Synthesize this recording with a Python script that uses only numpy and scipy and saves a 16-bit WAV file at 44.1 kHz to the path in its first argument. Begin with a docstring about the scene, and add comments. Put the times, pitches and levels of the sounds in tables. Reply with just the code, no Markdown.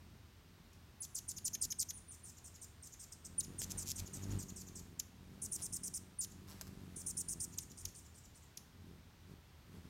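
"""Hummingbirds squabble round two feeders in a quiet garden; their wing strokes hum throughout over soft hiss.
From 1 s the syrinx chatters in bouts of whistled, warbling notes, with raspy buzzes in the gaps.
Wings clack at 3.6 s, a bird darts close by at 4.3 s, a sharp chip falls at 5 s, wings scuffle near 6.6 s.
A last bout fades among more chips; after 8.6 s only wings and hiss remain.
Feeders, ground, a shed and foliage give calls and clacks a faint echo."""
import sys
import numpy as np
from scipy import signal
from scipy.fft import rfft, irfft, next_fast_len
from scipy.io import wavfile
from scipy.ndimage import uniform_filter1d, map_coordinates

SR = 44100
rng = np.random.default_rng(int(sys.argv[2]) if len(sys.argv) > 2 else 0)


def dump_mix(stems):
    """Bounce the given channels to the path in sys.argv[1] as a 16-bit WAV at rate SR."""
    frames = np.atleast_2d(stems).T  # one column per channel
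    limited = np.clip(frames, -1, 1)  # hard clip at full scale
    pcm = np.round(limited * 32767).astype(np.int16)
    wavfile.write(sys.argv[1], SR, pcm)


N = 436149

# wing stroke spectrum: f/Hz, gain/dB
WING_SPECTRUM = [(25, -21), (45, -9), (90, -1.5), (190, 2.5), (280, -6.5), (390, -8.5), (520, -21.5),
                 (900, -31.5), (2000, -43), (5000, -100)]


def amp(db):
    """Decibels to gain."""
    return 10 ** (np.asarray(db) / 20)


def unit(x):
    """Scale to rms 1."""
    return x / np.sqrt(np.mean(x ** 2) + 1e-20)


def clock(length_s):
    """Sample times in s."""
    return np.arange(max(int(length_s * SR), 8)) / SR


def curves(rows):
    """One value per sample for each column after the time."""
    times_s, *columns = np.transpose(rows)
    return [np.interp(np.arange(N) / SR, times_s, column) for column in columns]


def wobble(knots_per_s, size=N):
    """Smooth random curve."""
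    knots = rng.standard_normal(int(size * knots_per_s / SR) + 4)
    return map_coordinates(knots, [np.arange(size) * knots_per_s / SR])


def turns(hz):
    """Frequency to running phase in rad."""
    return 2 * np.pi * np.cumsum(hz) / SR


def coloured(x, points):
    """Filter by (f/Hz, gain/dB) points joined on a log axis."""
    size = next_fast_len(N + 8192)
    hz, db = np.transpose(points)
    gain = amp(np.interp(np.log(np.fft.rfftfreq(size, 1 / SR) + 1), np.log(hz), db))
    return irfft(rfft(x, size) * gain, size)[:N]


def noise(points):
    """Noise of rms 1 with the given spectrum."""
    return unit(coloured(rng.standard_normal(N), points))


def add(track, at_s, sound):
    """Mix a sound into the track."""
    part = track[max(round(at_s * SR), 0):][:len(sound)]
    part += sound[:len(part)]


def outdoor_air():
    """Soft, nearly steady hiss over a low rumble."""
    # air spectrum: f/Hz, relative density/dB
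    spectrum = [(15, -40), (25, -22), (66, -4.5), (92, 0.5), (242, -10), (394, -14.5), (503, -19.5),
                (962, -18.5), (3620, -24.5), (6050, -31), (7710, -37), (8830, -36.5), (10400, -42.5),
                (13200, -40), (16000, -36)]
    return amp(-63.5 + 0.19 * wobble(1.88)) * noise(spectrum)


def far_wings(effort):
    """Birds at the feeders drone at their stroke rate, with the full wingbeat an octave below."""
    stroke_hz = 80.16 + 15 * effort
    phase = turns(stroke_hz * (1 + 0.05004 * wobble(14)))
    drone = np.sin(phase) * amp(1.2 * wobble(14)) + 0.16 * np.sin(phase / 2) * amp(1.4 * wobble(2.6))
    stirred_air = noise([(22, -25), (42, 3.5), (100, 1.0), (170, -16.5), (400, -68.0)])
    lull_db = -14 * np.exp(-((np.arange(N) / SR - 8.55) / 0.07) ** 2)  # they settle briefly
    return amp(-65 + 7.5 * effort + lull_db) * unit(unit(drone) + 0.75 * stirred_air)


def wing_strokes(beat_hz):
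    """One bird's air pulses, and the gate of the turbulence each stroke sheds."""
    beat = turns(beat_hz * (1 + .02 * wobble(11)))
    stroke = np.floor(beat / np.pi)
    strength = (1 - 0.72 * (stroke % 2)) * amp(3.05 * wobble(50))  # upstrokes are weaker
    pulses = np.diff(stroke, prepend=0) * strength
    return unit(coloured(pulses, WING_SPECTRUM)), amp(2.1 * np.cos(2 * beat))


def near_wings(effort, hum_gain, swish_gain, downwash_gain):
    """Two birds chase each other at slightly different wingbeats, humming and stirring the air."""
    # air swish spectrum: f/Hz, relative density/dB
    swish_spectrum = [(200, -30), (500, 2.5), (1000, 2.5), (2000, -1), (4000, -5), (9000, -12),
                      (16000, -20)]
    chaser_beat_ratio, chaser_db, turbulence_db = .86, -5.5, -3  # re the leader
    beat_hz = (40.94 + 7.5 * effort) * (1 + .04 * wobble(4))
    leader, puffs = wing_strokes(beat_hz)
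    chaser, _ = wing_strokes(chaser_beat_ratio * beat_hz * (1 + .04 * wobble(5)))
    turbulence = unit(puffs * noise(WING_SPECTRUM))
    hum = unit(leader + amp(chaser_db) * chaser + amp(turbulence_db) * turbulence)
    swish = unit(puffs * noise(swish_spectrum))
    beat = turns(beat_hz)
    downwash = unit(0.53 * np.sin(beat) + np.sin(2 * beat))  # air pushed per beat and per stroke
    return hum_gain * hum + swish_gain * swish + downwash_gain * downwash


def flight_gains():
    """Gains of hum, swish and downwash: hovering, plus darts that swell and fade with distance."""
    # hum of hovering and jostling: t/s, level/dB
    hovering = [(0, -62), (.35, -74), (.55, -67), (1.0, -73), (1.33, -61), (2.0, -68), (3.05, -76),
                (3.3, -61), (3.55, -57), (4.85, -57.5), (5.1, -65), (5.35, -57.5), (5.62, -56), (6.2, -63),
                (6.35, -58.5), (6.6, -59), (6.8, -54.5), (7.55, -58.5), (8.0, -68), (8.5, -78)]
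    # fly-bys: nearest t/s, approach/s, hum/dB, swish/dB, downwash/dB
    darts = [(1.66, 0.082, -60, -73, -65), (3.542, 0.079, -58, -72, -58), (3.77, 0.14, -53, -62.5, -53),
             (4.021, 0.054, -59, -63, -46.5), (4.19, 0.082, -53, -63.5, -58),
             (4.34, 0.081, -43, -59.5, -41.5), (4.521, 0.022, -56.5, -82, -68),
             (6.58, 0.079, -66, -66.5, -56.5), (7.869, 0.0623, -62, -71.5, -53), (8.91, .11, -55, -77, -65),
             (9.32, 0.049, -55.5, -74, -70), (9.76, 0.064, -55, -70, -66), (9.86, 0.043, -58.5, -73, -64.5)]
    swish_re_hum_db, leave_ratio = -15.5, .7
    t = np.linspace(0, N / SR, num=N // 100)
    hover = amp(np.interp(t, *np.transpose(hovering)))
    power = np.array([hover, amp(swish_re_hum_db) * hover, np.zeros_like(t)]) ** 2
    for at_s, approach_s, *levels_db in darts:
        width_s = np.where(t < at_s, approach_s, leave_ratio * approach_s)
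        nearness = 1 / (1 + ((t - at_s) / width_s) ** 2)
        reach = [nearness, nearness, nearness ** 2]  # downwash reaches least far
        power += (amp(levels_db)[:, None] * reach) ** 2
    return curves(np.column_stack([t, *np.sqrt(power)]))


def wings():
    """The harder the birds fly, the louder and faster their wings beat."""
    hum, swish, downwash = flight_gains()
    effort = 1 / (1 + (amp(-60) / hum) ** 2)
    return near_wings(effort, hum, swish, downwash) + far_wings(effort)


def garden_echo(x, tail_db, t60_s):
    """Distinct echoes and soft scatter from foliage; faint, distant calls carry more scatter."""
    # reflections off feeders, ground and shed: delay/s, gain/dB
    echoes = [(.0045, -12.5), (.009, -19), (.056, -65), (0.072, -34.5)]
    out = x.copy()
    for delay_s, db in echoes:
        add(out, delay_s, amp(db) * x)
    # scatter is about as strong from near and far; only the direct sound fades
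    loudness = np.sqrt(np.abs(uniform_filter1d(x ** 2, 1500)))
    send = x / (1 + loudness / amp(-70.5)) ** 0.89
    t = clock(.6)
    decay = amp(-60 * t / t60_s) + 3.4 * amp(-60 * t / 0.022)
    tail = rng.standard_normal(len(t)) * decay * (t > .002)
    return out + amp(tail_db) * signal.fftconvolve(send, tail / np.linalg.norm(tail))[:N]


def scuffle():
    """Wings clack together; stiff feathers rattle in sharp turns."""
    # wing clacks: t/s, level/dB
    clacks = [(3.618, -32), (6.612, -33.5), (6.617, -39), (6.656, -59), (6.670, -48.5), (6.677, -50)]
    # feather rattles: t/s, length/s, flap rate/Hz, level/dB
    rattles = [(5.57, 0.069, 177.2, -59.5), (6.467, 0.078, 153, -61)]
    track = np.zeros(N)
    for at_s, db in clacks:
        t = clock(.01)
        add(track, at_s, amp(db - 60 * t / 0.0074) * rng.standard_normal(len(t)))
    for at_s, length_s, flap_hz, db in rattles:
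        t = clock(length_s)
        flaps = amp(10.8 * np.cos(2 * np.pi * flap_hz * t)) * np.sin(np.pi * t / length_s)
        add(track, at_s, amp(db) * unit(flaps * rng.standard_normal(len(t))))
    return coloured(track, [(300, -1.0), (1000, 4.5), (2500, -2), (5500, 2), (10000, -7.5), (16000, -8)])


def syrinx(hz, overtone_db, rasp, beak_hz):
    """A tone whose overtones grow as the pitch sinks; rasp is fast jitter of the membrane."""
    phase = turns(hz) + rasp * hz / 6000 * wobble(3000, size=len(hz))
    overtone = amp(np.minimum(overtone_db - 9 * np.log2(hz / 6000), -4))
    tone = sum(overtone ** (k - 1) * np.sin(k * phase) * (k * hz < SR / 2) for k in range(1, 5))
    flicker = amp(1.6 * wobble(600, size=len(hz)))
    beak_loss = np.sqrt(1 + (beak_hz / hz) ** 5)  # a small beak radiates low pitches poorly
    return np.sqrt(2) * tone * flicker / beak_loss


def dry_rasp(length_s, pulse_hz, db):
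    """Each slow pulse whips up from a low pitch and rings the throat as it passes its resonance."""
    t = clock(length_s)
    rise = np.mod(t * pulse_hz, 1)
    hz = np.interp(rise, [0, .55, .8, 1], [1700, 7900, 6200, 1700])
    throat = 1 + 0.34 / (1 + ((hz - 6900) / 900) ** 2)
    swell = np.interp(t / length_s, [0, .1, .8, 1], [.1, 0.22, 0.76, 1.0])
    pulses = np.sin(np.pi * rise ** .8)
    return amp(db) * unit(swell * throat * pulses * syrinx(hz, overtone_db=-8, rasp=.45, beak_hz=3000))


def buzz(db, length_s=.027, pulse_hz=330):
    """A swelling string of arched pulses; the last ones drop low and turn harsh."""
    t = clock(length_s)
    progress = t / length_s
    cycle = turns(pulse_hz * (1 + 0.064 * wobble(190, size=len(t))))
    collapse = np.clip((progress - .7) / .2, 0, 1)
    base_hz = 6473 - 25 * (db + 60)  # harder buzzes sit lower
    centre_hz = base_hz * (.87 + .1 * np.sin(np.pi * progress)) * (1 - .46 * collapse)
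    hz = centre_hz * (1 - (.16 + .15 * collapse) * np.cos(cycle))
    pulses = amp(-(8 - 5 * collapse) * (1 + np.cos(cycle + .3)))
    swell = np.interp(progress, [0, .1, .75, .9, 1], [0, .45, 1, .4, 0])
    tone = syrinx(hz, overtone_db=-12.5 + 7 * collapse, rasp=.24 + 1.1 * collapse, beak_hz=3700)
    return amp(db) * unit(swell * pulses * tone)


def chip(length_s, top_hz, db):
    """One whistle that plunges ever faster."""
    t = clock(length_s)
    left_s = length_s - t
    hz = top_hz - (top_hz - 1600) * np.exp(-left_s / .0037)
    edges = np.clip(t / 0.0041, 0, 1) * np.clip(left_s / 0.00026, 0, 1)
    swell = amp(-1400 * np.maximum(left_s - .005, 0))
    return amp(db) * edges * swell * syrinx(hz, overtone_db=-4 - 1200 * left_s, rasp=0.065, beak_hz=5100)


def note(whistle_s, swoop_s, trill_s, whistle_hz, swoop_depth_hz, trill_hz, end_hz, warble_hz,
         whistle_db, trill_db):
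    """A high whistle breaks into deep swoops, then a fast warble that sinks as the push runs out."""
    mid_swoop_s, onset_s = whistle_s + swoop_s / 2, whistle_s + swoop_s  # onset of the trill
    end_s = onset_s + trill_s
    t = clock(end_s)
    swoops = np.clip(np.round(swoop_s / .0085), 1, 2)
    cycle = 2 * np.pi * swoops * np.clip((t - whistle_s) / swoop_s, 0, 1) ** 0.95
    cycle += turns((t > onset_s) * warble_hz * (1 + .09 * wobble(200, size=len(t))))
    # pitch dips from a sinking crest
    crest_times_s = [whistle_s, mid_swoop_s, onset_s, onset_s + .42 * trill_s,
                     end_s - .1275 * trill_s, end_s]
    crests_hz = [whistle_hz, whistle_hz * 1.07, trill_hz * 1.22, trill_hz * 1.17, trill_hz * 1.046, end_hz]
    crest_hz = np.minimum(np.interp(t, crest_times_s, crests_hz), 10100)  # top of the bird's range
    depth_times_s = [whistle_s + .72 * swoop_s, onset_s + .1 * trill_s, end_s - .181 * trill_s, end_s]
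    depth_hz = np.interp(t, depth_times_s, [swoop_depth_hz, 3620, 3150, 2090])
    arch = 1 + 0.036 * (np.sin(np.pi * np.clip(t / whistle_s, 0, 1)) - .5) * (t < whistle_s)
    hz = np.maximum(crest_hz * arch - depth_hz * (1 - np.cos(cycle)) / 2, 2500)
    hz *= 1 + .022 * wobble(400, size=len(t))
    level_db = np.interp(t, [whistle_s / 2, mid_swoop_s, onset_s + trill_s / 2, end_s],
                         [whistle_db, 0, trill_db - 3.5, trill_db])
    throb_depth = np.interp(t, [whistle_s, onset_s, end_s - .2 * trill_s, end_s], [.2, .55, .7, .25])
    throb = 1 + throb_depth * np.cos(cycle - .4)  # loudest near each crest
    edges = np.clip(t / 0.0063, 0, 1) * np.clip((end_s - t) / 0.003, 0, 1)
    # the tone hardens toward the end
    rasp = np.interp(t, [whistle_s, onset_s, end_s], [.02, .09, .42])
    overtone_db = np.interp(t, [whistle_s, onset_s, end_s], [-14.5, -11.5, -6.5])
    return amp(level_db) * throb * edges * syrinx(hz, overtone_db, rasp, beak_hz=0.41 * trill_hz)


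def chatter(at_s, lengths_s):
    """A note in the voice of its bout, lower the longer the bout has run."""
    # bouts, one bird's voice each: t/s, whistle/Hz, whistle sag/(Hz/s), swoop depth/Hz, trill/Hz,
    # end/Hz, warble rate/Hz, whistle re swoop/dB, trill re swoop/dB
    bouts = [(.98, 9850, 1755, 3930, 6710, 4220, 342, -5.5, -2),
             (1.919, 9430, 949, 3500, 7540, 6600, 330, -3.5, -0.5),
             (3.359, 9190, 0, 3670, 6320, 4100, 78, 3, 4),
             (3.562, 8950, 597, 3196, 7200, 6170, 305, -5, -5),
             (5.4, 9670, 1098, 4500, 7950, 6170, 430, -4, .5),
             (6.17, 9160, 0, 2820, 6686, 3800, 530, -3, -2.5),
             (6.94, 9480, 949, 4494, 8050, 6502, 390, -1, 0.5)]
    bout = [row for row in bouts if row[0] <= at_s][-1]
    start_s, whistle_hz, sag_hz_per_s, depth_hz, trill_hz, end_hz, warble_hz, whistle_db, trill_db = bout
    whistle_hz -= sag_hz_per_s * (at_s - start_s)
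    trill_sag_hz = 400 * (at_s - start_s)
    warble_hz *= 1 + 0.0955 * rng.standard_normal()
    return note(*lengths_s, whistle_hz, depth_hz, trill_hz - trill_sag_hz, end_hz - trill_sag_hz,
                warble_hz, whistle_db, trill_db)


def voices():
    """All calls of the quarrel, coloured by the throat."""
    # chatter notes: t/s, whistle/s, swoop/s, trill/s, level/dB
    notes = [(1.003, 0.017, 0.0073, 0.027, -47.5), (1.145, .002, 0.0166, .029, -44.5),
             (1.278, .0075, .013, 0.022, -45.5), (1.444, .008, 0.013, 0.02, -39.5),
             (1.61, 0.0064, 0.017, 0.023, -39), (1.785, 0.0079, 0.02, 0.019, -38),
             (1.93, 0.045, 0.012, 0.0055, -61), (2.081, 0.033, 0.0096, 0.0287, -59.5),
             (2.233, 0.014, 0.0097, 0.049, -59), (2.439, 0.0067, 0.0097, 0.029, -57.5),
             (2.612, 0.0069, 0.0083, .024, -55), (2.822, 0.0095, 0.012, 0.035, -57),
             (2.991, .007, 0.013, 0.035, -56), (3.117, 0.0054, 0.01, 0.0067, -53),
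             (3.242, 0.0073, 0.016, 0.0084, -53), (3.379, .02, 0.0052, 0.0092, -43),
             (3.582, .0085, 0.0084, 0.046, -45.5), (3.773, 0.0083, .013, .04, -44.5),
             (3.954, 0.0051, .013, 0.018, -49.5), (4.13, 0.0054, .012, 0.027, -48.5),
             (4.384, 0.0064, .011, 0.037, -49), (4.557, .006, 0.013, 0.047, -52),
             (4.75, 0.0068, 0.014, 0.032, -53), (5.416, 0.00205, 0.0025, .045, -47.5),
             (5.514, 0.0094, 0.0048, .038, -44.5), (5.616, 0.0066, .013, 0.033, -46.5),
             (5.722, 0.0045, .015, .031, -45.5), (5.83, 0.0042, 0.011, 0.039, -46.5),
             (5.935, 0.0035, 0.01, 0.032, -46), (6.186, 0.022, 0.0049, 0.038, -44),
             (6.958, 0.00384, 0.0026, 0.057, -53), (7.061, 0.0048, .005, 0.044, -45.5),
             (7.167, 0.0051, 0.013, 0.034, -44.5), (7.281, 0.0059, .013, 0.039, -45.5),
             (7.398, 0.0051, 0.014, 0.035, -45.5), (7.593, 0.0033, 0.01, 0.032, -58.5),
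             (7.77, 0.0068, 0.0098, 0.033, -58.5), (7.944, 0.0056, .012, 0.036, -61),
             (8.139, 0.0039, 0.01, 0.038, -68.5), (8.343, 0.0026, 0.011, 0.026, -68.5)]
    # buzzes between notes: t/s, level/dB
    buzzes = [(1.363, -51), (1.531, -44.5), (1.703, -44), (1.886, -47.5), (2.364, -65.5), (2.54, -63.5),
              (2.92, -60), (3.426, -55.5), (4.056, -58.5), (4.22, -58), (4.302, -58.5), (4.482, -56.5),
              (4.666, -61.5), (6.301, -67.5), (7.52, -63), (7.697, -63), (7.868, -64), (8.044, -70),
              (8.235, -69.5), (8.417, -73.5)]
    # dry rasps at close quarters: t/s, length/s, pulse rate/Hz, level/dB
    rasps = [(3.606, 0.041, 170, -50), (3.696, 0.025, 146, -48), (3.857, 0.061, 138, -46),
             (3.976, .027, 160, -49.5)]
    # sharp chips: end t/s, length/s, top f/Hz, level/dB
    chips = [(0.736, 0.009, 8900, -69.5), (5.0028, 0.011, 8280, -35), (7.591, 0.018, 8330, -40),
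             (7.8583, 0.00782, 8580, -38.5), (8.5779, 0.0074, 8720, -45)]
    # throat response: f/Hz, gain/dB
    throat = [(900, -24), (1800, 7.5), (3000, 2.5), (4300, -3), (5800, 0.7), (7000, -1), (7900, -4.5),
              (9200, 0.55), (16000, -5)]
    track = np.zeros(N)
    for at_s, *lengths_s, db in notes:
        add(track, at_s, amp(db) * chatter(at_s, lengths_s))
    for at_s, db in buzzes:
        add(track, at_s, buzz(db))
    for at_s, length_s, pulse_hz, db in rasps:
        add(track, at_s, dry_rasp(length_s, pulse_hz, db))
    for end_s, length_s, top_hz, db in chips:
        add(track, end_s - length_s, chip(length_s, top_hz, db))
    return coloured(track, throat)


def scene():
    """Calls and wings over the outdoor air, alike in both channels."""
    mono = outdoor_air() + garden_echo(voices() + scuffle(), tail_db=6, t60_s=0.42) + wings()
    return np.array([mono, mono])


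def record(dry):
    """Microphone bass cut and treble lift, then a band limit."""
    # microphone response: f/Hz, gain/dB
    response = [(22, -9), (38, -0.5), (3000, -0.5), (9500, 5.5), (10600, 4.5), (12000, 9), (16000, 1)]
    top_hz = 15950
    heard = np.array([coloured(channel, response) for channel in dry])
    return irfft(rfft(heard) * (np.fft.rfftfreq(N, 1 / SR) < top_hz), N)


dry = scene()
out = record(dry)
dump_mix(out)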